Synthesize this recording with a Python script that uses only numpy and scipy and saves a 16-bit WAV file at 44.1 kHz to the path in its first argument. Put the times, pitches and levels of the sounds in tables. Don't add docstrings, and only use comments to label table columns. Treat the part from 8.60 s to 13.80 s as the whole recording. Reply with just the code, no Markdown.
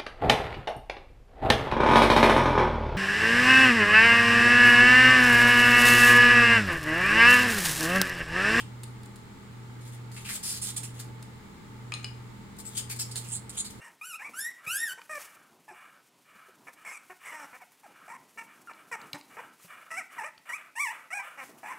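import sys
import numpy as np
from scipy import signal
from scipy.fft import rfft, irfft, next_fast_len
from scipy.io import wavfile
from scipy.ndimage import map_coordinates

SR = 44100
rng = np.random.default_rng(int(sys.argv[2]) if len(sys.argv) > 2 else 0)


def to_wav(s):
    ch = np.atleast_2d(s).T
    pcm = np.round(np.clip(ch, -1, 1) * 32767)
    wavfile.write(sys.argv[1], SR, pcm.astype(np.int16))


N = 229486
TIME = np.arange(N) / SR


def amp(db):
    return 10 ** (np.asarray(db) / 20)


def unit(x):
    return x / np.sqrt(np.mean(x ** 2) + 1e-20)


def along(points, hz):
    f, v = np.transpose(points)
    return np.interp(np.log(hz + 1), np.log(f + 1), v)


def wobble(t, rate):
    knots = rng.standard_normal(int(len(t) * rate / SR) + 4)
    return map_coordinates(knots, [t * rate], mode="mirror")


def add(track, s, sound):
    start = max(0, round(s * SR))
    part = sound[..., :max(0, N - start)]
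    track[..., start:start + part.shape[-1]] += part


def filtered(x, response):
    size = next_fast_len(N + SR // 2)
    return irfft(rfft(x, size) * response(np.fft.rfftfreq(size, 1 / SR)), size)[..., :N]


def coloured(x, spectrum, size=1024):
    hz = np.fft.rfftfreq(size, 1 / SR)
    skirt = np.minimum(1, (hz + 1) / spectrum[0][0]) ** 2
    cepstrum = irfft(np.log(amp(along(spectrum, hz)) * skirt + 1e-6))
    causal_fold = np.r_[1, np.full(size // 2 - 1, 2), np.zeros(size // 2)]
    pulse = irfft(np.exp(rfft(cepstrum * causal_fold)))
    return signal.oaconvolve(x, pulse[None] / np.linalg.norm(pulse), axes=1)[:, :x.shape[1]]


def resonance(x, centre_hz, octaves, steep=3.1):
    hz = np.geomspace(400, 17000, num=80)
    gain_db = -10 * np.log10(1 + np.abs(np.log2(hz / centre_hz) / octaves) ** steep)
    return coloured(x, np.column_stack([hz, gain_db]))


def sliding_resonance(x, pitch_hz, width_hz):
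    carrier = np.exp(2j * np.pi * np.cumsum(pitch_hz) / SR)
    b, a = signal.butter(2, width_hz / 2, fs=SR)
    return np.sqrt(2 * SR / width_hz) * (signal.lfilter(b, a, x / carrier) * carrier).real


# (frequency [Hz], correlation [1])
COHERENCE = [(50, 0.41), (150, 0.66), (380, 0.46), (900, 0.039), (2400, 0.017), (15000, 0.02)]
def diffuse_noise(spectrum):
    def mid_side(hz):
        angle = np.arccos(np.clip(along(COHERENCE, hz), -1, 1)) / 2
        return amp(along(spectrum, hz)) * [np.cos(angle), np.sin(angle)]
    mid, side = filtered(rng.standard_normal((2, N)), mid_side)
    return unit(np.array([mid + side, mid - side]))


# (frequency [Hz], relative spectral level [dB])
AIR_RUMBLE = [(20, -52), (30, -39), (38, -11), (55, -3.5), (90, 1.5), (140, -3), (220, 1), (300, -4.5),
              (430, -8), (560, -15), (900, -28.5)]
AIR_HISS = [(300, 7), (520, -4), (750, 0.5), (880, 13.5), (980, 3), (1220, 7), (1500, 2), (1900, 0.5),
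            (2020, 3.5), (2300, 1), (2450, -4.5), (4000, -6), (5800, -16), (8000, -15), (11000, -29),
            (15000, -40)]
def room_air():
    return amp(-50) * diffuse_noise(AIR_RUMBLE) + amp(-52.5) * diffuse_noise(AIR_HISS)


# (multiple of the shaft speed [1], level [dB])
SHAFT_ORDERS = [(1, -65.5), (2, -70), (3, -49), (4, -63), (5, -57.5), (11, -66.5)]
# (offset above the hum [shaft speeds], level [dB])
LOAD_SIDEBANDS = [(1, -88), (2, -63.5)]
def compressor(hum_hz=120, shaft_hz=40.31, in_step_s=0.226):
    t = TIME - in_step_s
    mains = 2 * np.pi * hum_hz * t
    shaft = 2 * np.pi * shaft_hz * t + 0.063 * wobble(TIME, 4.27)
    tones = amp(-47) * np.cos(mains) + sum(amp(db) * np.cos(k * shaft) for k, db in SHAFT_ORDERS)
    tones -= sum(amp(db) * np.cos(mains + k * shaft) for k, db in LOAD_SIDEBANDS)
    whine = amp(-79) * np.sin(2 * np.pi * 7559 * TIME)
    return np.sqrt(2) * (tones + whine) * amp([[-0.3], [0.3]])


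# (frequency [Hz], T60 [s])
ROOM_T60 = [(300, 0.9), (2500, 0.38), (8000, 0.29), (15000, 0.3)]
def reverberation(x):
    hz, t, noise = signal.stft(rng.standard_normal((2, SR // 2)), SR, nperseg=256)
    decay = amp(-60 * t / along(ROOM_T60, hz)[:, None])
    tail = signal.istft(noise * decay, SR, nperseg=256)[1]
    tail = np.pad(unit(tail) / np.sqrt(tail.shape[1]), ((0, 0), (SR // 250, 0)))
    return signal.fftconvolve(x, tail, axes=1)[:, :N]


# (frequency [Hz], relative spectral level [dB])
BUMP_SPECTRUM = [(150, -29), (300, 3), (480, 0), (700, -10), (1500, -40), (4000, -80)]
def bump(at_s=2.49, width_s=0.045, db=-52):
    return amp(db) * np.exp(-((TIME - at_s) / width_s) ** 2) * diffuse_noise(BUMP_SPECTRUM)


# (frequency [Hz], relative level [dB], T60 [s])
OBJECT_MODES = [(1263, -0.5, .045), (2450, -5, 0.13), (2917, -10, 0.12), (4156, -6, 0.13),
                (4970, -26, 0.07), (6540, -12, 0.095), (7000, -19, .1), (7962, -19, .1), (8750, -5, .08)]
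# (time [s], level [dB], centre [Hz], half-width [octaves], relative crack level [dB])
IMPACTS = [(3.321, -18, 2170, 0.26, -12), (3.3391, -25, 4360, 0.7, -3.5), (3.3495, -40, 6800, 0.44, -4),
           (3.397, -41, 2500, 0.65, -10), (3.431, -40, 7000, 0.16, -13), (3.444, -23, 2810, 0.18, -6.5),
           (3.4454, -22, 4800, 0.13, -18)]
def clinks(clack_t60=0.04, crack_t60=0.0089, ring_db=-24, linewidth_hz=45):
    out, t = np.zeros((2, N)), np.arange(SR // 3) / SR
    hz, mode_db, t60 = np.transpose(OBJECT_MODES)[..., None]
    decay = amp(-60 * t / clack_t60) + amp(ring_db - 60 * t / t60)
    crack_spectrum = [(700, -21), (1200, 5.5), (5000, 5.5), (7000, 2),
                      (9800, 8), (11500, -22), (16000, -4)]
    for s, db, centre_hz, octaves, crack_db in IMPACTS:
        excitation = 1 / (1 + (np.log2(hz / centre_hz) / octaves) ** 2)
        walk = np.cumsum(rng.standard_normal((len(hz), len(t))), axis=1)
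        drift = np.sqrt(2 * np.pi * linewidth_hz / SR) * walk
        phase = rng.normal(0, 0.53, (2, len(hz), 1)) + drift
        ring = np.sum(excitation * amp(mode_db) * decay * np.sin(2 * np.pi * hz * t + phase), axis=1)
        burst = amp(-60 * t / crack_t60) * rng.standard_normal((2, len(t)))
        blow = amp(-10) * resonance(burst, centre_hz, octaves, steep=6.1)
        crack = amp(crack_db) * coloured(burst, crack_spectrum)
        add(out, s, amp(db) * (ring + blow + crack))
    return out * amp([[2], [-2]])


# (time [s], level [dB])
SNAP_EVENTS = [(0.2337, -31), (0.2385, -34.5), (0.4325, -42.5), (0.4585, -41.5), (0.559, -41), (0.565, -46),
               (1.278, -51), (1.315, -54), (1.516, -42), (1.753, -29), (2.0225, -41), (2.143, -41),
               (2.165, -31), (2.232, -32.5), (2.3992, -31.5), (2.409, -34), (2.626, -35.5), (3.967, -43.5),
               (4.394, -31), (4.553, -36), (4.5576, -23.5), (4.622, -42), (4.828, -50)]
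# (frequency [Hz], relative spectral level [dB])
SNAP_SPECTRUM = [(500, -5), (1500, -1.5), (3100, -2), (4100, 6), (5600, -5), (8500, 6), (11000, 5.5),
                 (15000, -6)]
def snaps(t60=0.016, gain_db=-4):
    out, t = np.zeros((2, N)), np.arange(SR // 20) / SR
    for s, db in SNAP_EVENTS:
        for delay_s, drop_db in [(0, 0), (0.0021, -2)]:
            crack = unit(rng.standard_normal(len(t)) + 0.5 * rng.standard_normal((2, len(t))))
            add(out, s + delay_s, amp(db + gain_db + drop_db - 60 * t / t60) * crack)
    return coloured(out, SNAP_SPECTRUM)


# (time [s], treble level of left over right [dB])
HAND_PATH = [(1.7, 2), (1.83, 0), (2.02, -5), (2.22, -5), (2.4, 1), (4.05, 9), (4.39, 3), (4.56, -7),
             (4.71, -8.5), (5.04, -3.5), (5.1, 5)]
# (frequency [Hz], share of that level difference [1])
SHADOW = [(3000, 0.16), (6800, 0.2), (8500, 0.99), (11000, 0.8), (14000, 0.24)]
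def from_hand(pair, s):
    hz = np.fft.rfftfreq(pair.shape[1], 1 / SR)
    sides = np.array([[1], [-1]])
    pan_db = np.interp(s, *np.transpose(HAND_PATH))
    gain = amp(along(SHADOW, hz) * sides * pan_db / 2)
    gain /= np.sqrt(np.mean(gain ** 2, axis=0))
    left_lag_s = (0.09 - 0.0025 * pan_db) / 1000
    delay = np.exp(-1j * np.pi * hz * left_lag_s * sides)
    return irfft(rfft(pair) * gain * delay, pair.shape[1])


def slips(t, rate, spread):
    released = rng.random(len(t)) < rate / SR
    ticks = unit(released * rng.standard_normal(len(t)))
    return unit(ticks + spread * rng.standard_normal((2, len(t))))


def crackle(t, cracks_per_s=520):
    return unit((rng.random(len(t)) < cracks_per_s / SR) * rng.uniform(-1, 1, len(t)))


def catching(t, rate, depth_db):
    cycles = np.cumsum(rate * 2 ** (0.5 * wobble(t, rate))) / SR + rng.random()
    return unit(amp(depth_db * np.cos(2 * np.pi * cycles)))


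HISS_HZ = 8460
# (frequency [Hz], relative spectral level [dB])
FIZZ_SPECTRUM = [(700, -16.5), (2000, -9), (5000, 0), (9000, 0), (12500, 3), (15400, -3), (16500, -13)]
def rubbing(strokes, attack_s, slip_rate, flutter_db, hiss_octaves, overtone_db, body_db,
            rasp_bandwidth=0.26, octaves_per_s=0, crackle_db=1, catch_rate=400, release_t60=0.086):
    out, t = np.zeros((2, N)), np.arange(SR // 5) / SR
    for s, length, db, rasp_hz, rasp_db, whistle_hz, whistle_db, fizz_db in strokes:
        rise_s = min(attack_s, 0.37 * length)
        swell_db = -17 * np.maximum(0, 1 - t / rise_s) ** 2
        release_db = -60 * np.maximum(0, t - length) / release_t60
        force = amp(db + swell_db + release_db) * catching(t, catch_rate, flutter_db)
        drive = lambda: force * slips(t, slip_rate, spread=0.91)
        waver = 2 ** (0.04 * wobble(t, 120))
        pitch_hz = rasp_hz * waver * 2 ** (octaves_per_s * (np.minimum(t, length) - length / 2))
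        width_hz = rasp_bandwidth * rasp_hz
        hiss = amp(-4) * resonance(drive(), HISS_HZ, hiss_octaves, steep=7.8)
        whistle = amp(whistle_db) * sliding_resonance(drive(), whistle_hz * waver, width_hz=650)
        rasp = sliding_resonance(drive(), pitch_hz, width_hz)
        rasp += amp(overtone_db) * sliding_resonance(drive(), 2 * pitch_hz, width_hz)
        body = amp(body_db) * resonance(drive(), rasp_hz, octaves=1, steep=8.9)
        film = slips(t, slip_rate, spread=8.2) + amp(crackle_db) * crackle(t)
        fizz = amp(fizz_db) * coloured(force * film, FIZZ_SPECTRUM)
        add(out, s, from_hand(hiss + whistle + amp(rasp_db) * (rasp + body) + fizz, s))
    return out


# (start [s], end [s], level [dB])
STIR_SPANS = [(1.201, 1.31, -55.5), (1.512, 1.64, -52), (2.298, 2.37, -56), (4.097, 4.16, -50.5),
              (4.45, 4.51, -56.5), (4.6, 4.66, -51.5), (4.919, 4.97, -49), (5.111, 5.2, -63)]
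def stirring(strokes_per_s=28, scatter_db=2, rasp_db=-9, whistle_db=-13, fizz_db=-6):
    strokes, length = [], 1 / strokes_per_s
    for start, end, db in STIR_SPANS:
        for s in np.arange(start, end, length):
            late, strength, pitch = rng.standard_normal(3)
            rasp_hz, whistle_hz = 3300 * 2 ** (0.3 * pitch), HISS_HZ * 2 ** (0.1 * pitch)
            strokes.append((s + 0.25 * late * length, length, db + scatter_db * strength,
                            rasp_hz, rasp_db, whistle_hz, whistle_db, fizz_db))
    return rubbing(strokes, attack_s=0.0025, slip_rate=660, flutter_db=0, hiss_octaves=0.4,
                   overtone_db=-16, body_db=-5)


# (time [s], duration [s], level [dB], rasp [Hz], relative rasp level [dB],
# whistle [Hz], relative whistle level [dB], relative fizz level [dB])
SCRAPE_STROKES = [(0, 0.0055, -42, 2970, -0.5, 8800, -6, -7),
                  (1.56, 0.022, -48.5, 2400, 1.5, 8800, -5.5, -4),
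                  (1.644, 0.034, -44, 2550, -0.5, 8200, -13, -2),
                  (1.684, 0.022, -37.5, 2150, -0.5, 9100, -5, 0.5),
                  (1.709, 0.023, -40.5, 1670, -16, 9200, -1, -1)]
def scrapes():
    return rubbing(SCRAPE_STROKES, attack_s=0.022, slip_rate=1500, flutter_db=1, hiss_octaves=0.22,
                   overtone_db=-14, body_db=-3, octaves_per_s=-1.3)


# (time [s], slip rate [Hz])
CHIRP_RATE = [(1.886, 1650), (1.894, 1330), (1.901, 1160), (1.907, 1300), (1.913, 1750)]
def chirp(db=-41):
    times, rates = np.transpose(CHIRP_RATE)
    t = np.arange(times[0], times[-1], 1 / SR)
    phase = 2 * np.pi * np.cumsum(np.interp(t, times, rates)) / SR
    train = unit(sum(np.cos(k * phase) for k in range(3, 10)))
    out = np.zeros((2, N))
    add(out, times[0], amp(db) * train * signal.windows.tukey(len(t), 0.5))
    return resonance(out, HISS_HZ, octaves=0.27)


SQUEAK_STROKES = [(4.048, 0.04, -44.5, 3900, -28, 7870, 3, -6.5),
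                  (4.672, 0.066, -41, 3070, -18, 8200, -6, -11.5),
                  (4.717, 0.014, -31, 3080, -19, 8500, -5, -24),
                  (4.728, 0.035, -29, 3750, -24, 8340, -11, -20),
                  (4.766, 0.011, -39, 4400, -12, 8500, -13, -16),
                  (4.892, 0.01, -37, 4230, -17, 8830, -9, -13),
                  (4.967, 0.043, -27, 3680, -15, 7120, -10, -24)]
def squeaks():
    return rubbing(SQUEAK_STROKES, attack_s=0.018, slip_rate=3000, flutter_db=4.5, hiss_octaves=0.27,
                   overtone_db=-12, body_db=-27, octaves_per_s=4.3, crackle_db=4.5, catch_rate=220)


RUSTLE_STROKES = [(1.732, 0.033, -35, 3320, -17, 7850, -7, -4),
                  (1.827, 0.1, -34.5, 5000, -8, 9600, -4.5, -4),
                  (1.932, 0.051, -40, 4500, -7, 9400, -18, -2),
                  (2.013, 0.035, -34, 4750, -24, 9350, 1, -3.5),
                  (2.054, 0.05, -36.5, 3700, -11, 8600, -8, -3.5),
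                  (2.162, 0.018, -30, 3550, -18, 8860, -4, -6.5),
                  (2.228, 0.024, -37, 2720, -14.5, 9360, -6.5, -7),
                  (2.39, 0.015, -44, 4430, -9, 8600, -10, -2),
                  (3.982, 0.023, -43.5, 4070, -15, 8700, -6.5, -5.5),
                  (4.148, 0.02, -42, 3350, -8, 8500, 0, -8),
                  (4.165, 0.03, -32.5, 3400, -9.5, 8710, -3.5, -7),
                  (4.168, 0.015, -35, 4850, -4, 6740, -3, -12),
                  (4.293, 0.032, -35, 2320, -11.5, 8900, -12, -3.5),
                  (4.36, 0.0082, -43, 4400, -10, 7960, -5, -7),
                  (4.388, 0.031, -32, 5250, -6, 7700, -5, -5.5),
                  (4.51, 0.012, -39.5, 4600, -6, 8160, -10, -7),
                  (4.556, 0.025, -34.5, 3920, -10.5, 8770, -2.5, -5.5),
                  (5.042, 0.025, -38.5, 4260, -8.5, 7500, -14, -7.5),
                  (5.101, 0.0071, -44.5, 3530, -14, 8500, -15, -2)]
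def rustles():
    return rubbing(RUSTLE_STROKES, attack_s=0.011, slip_rate=6000, flutter_db=-0.5, hiss_octaves=0.28,
                   overtone_db=-4.5, body_db=-5.5, rasp_bandwidth=0.2)


def scene():
    rustle = rustles() + stirring() + chirp()
    scrape, squeak, snap, clink = scrapes(), squeaks(), snaps(), clinks()
    echo = reverberation(amp(-7) * rustle + amp(-5.5) * scrape + amp(-13) * squeak
                         + amp(-3.5) * snap + amp(-4.5) * clink)
    background = room_air() + compressor()
    return background + echo + bump() + clink + snap + scrape + squeak + rustle


# (frequency [Hz], gain [dB])
TREBLE_COLOUR = [(5600, -0.5), (5950, -8), (6400, 1.5), (10200, -2.5), (11100, -11), (12300, -6)]
def record(dry, cutoff_hz=16100):
    return filtered(dry, lambda hz: amp(along(TREBLE_COLOUR, hz)) / (1 + (hz / cutoff_hz) ** 160))


dry = scene()
out = record(dry)
to_wav(out)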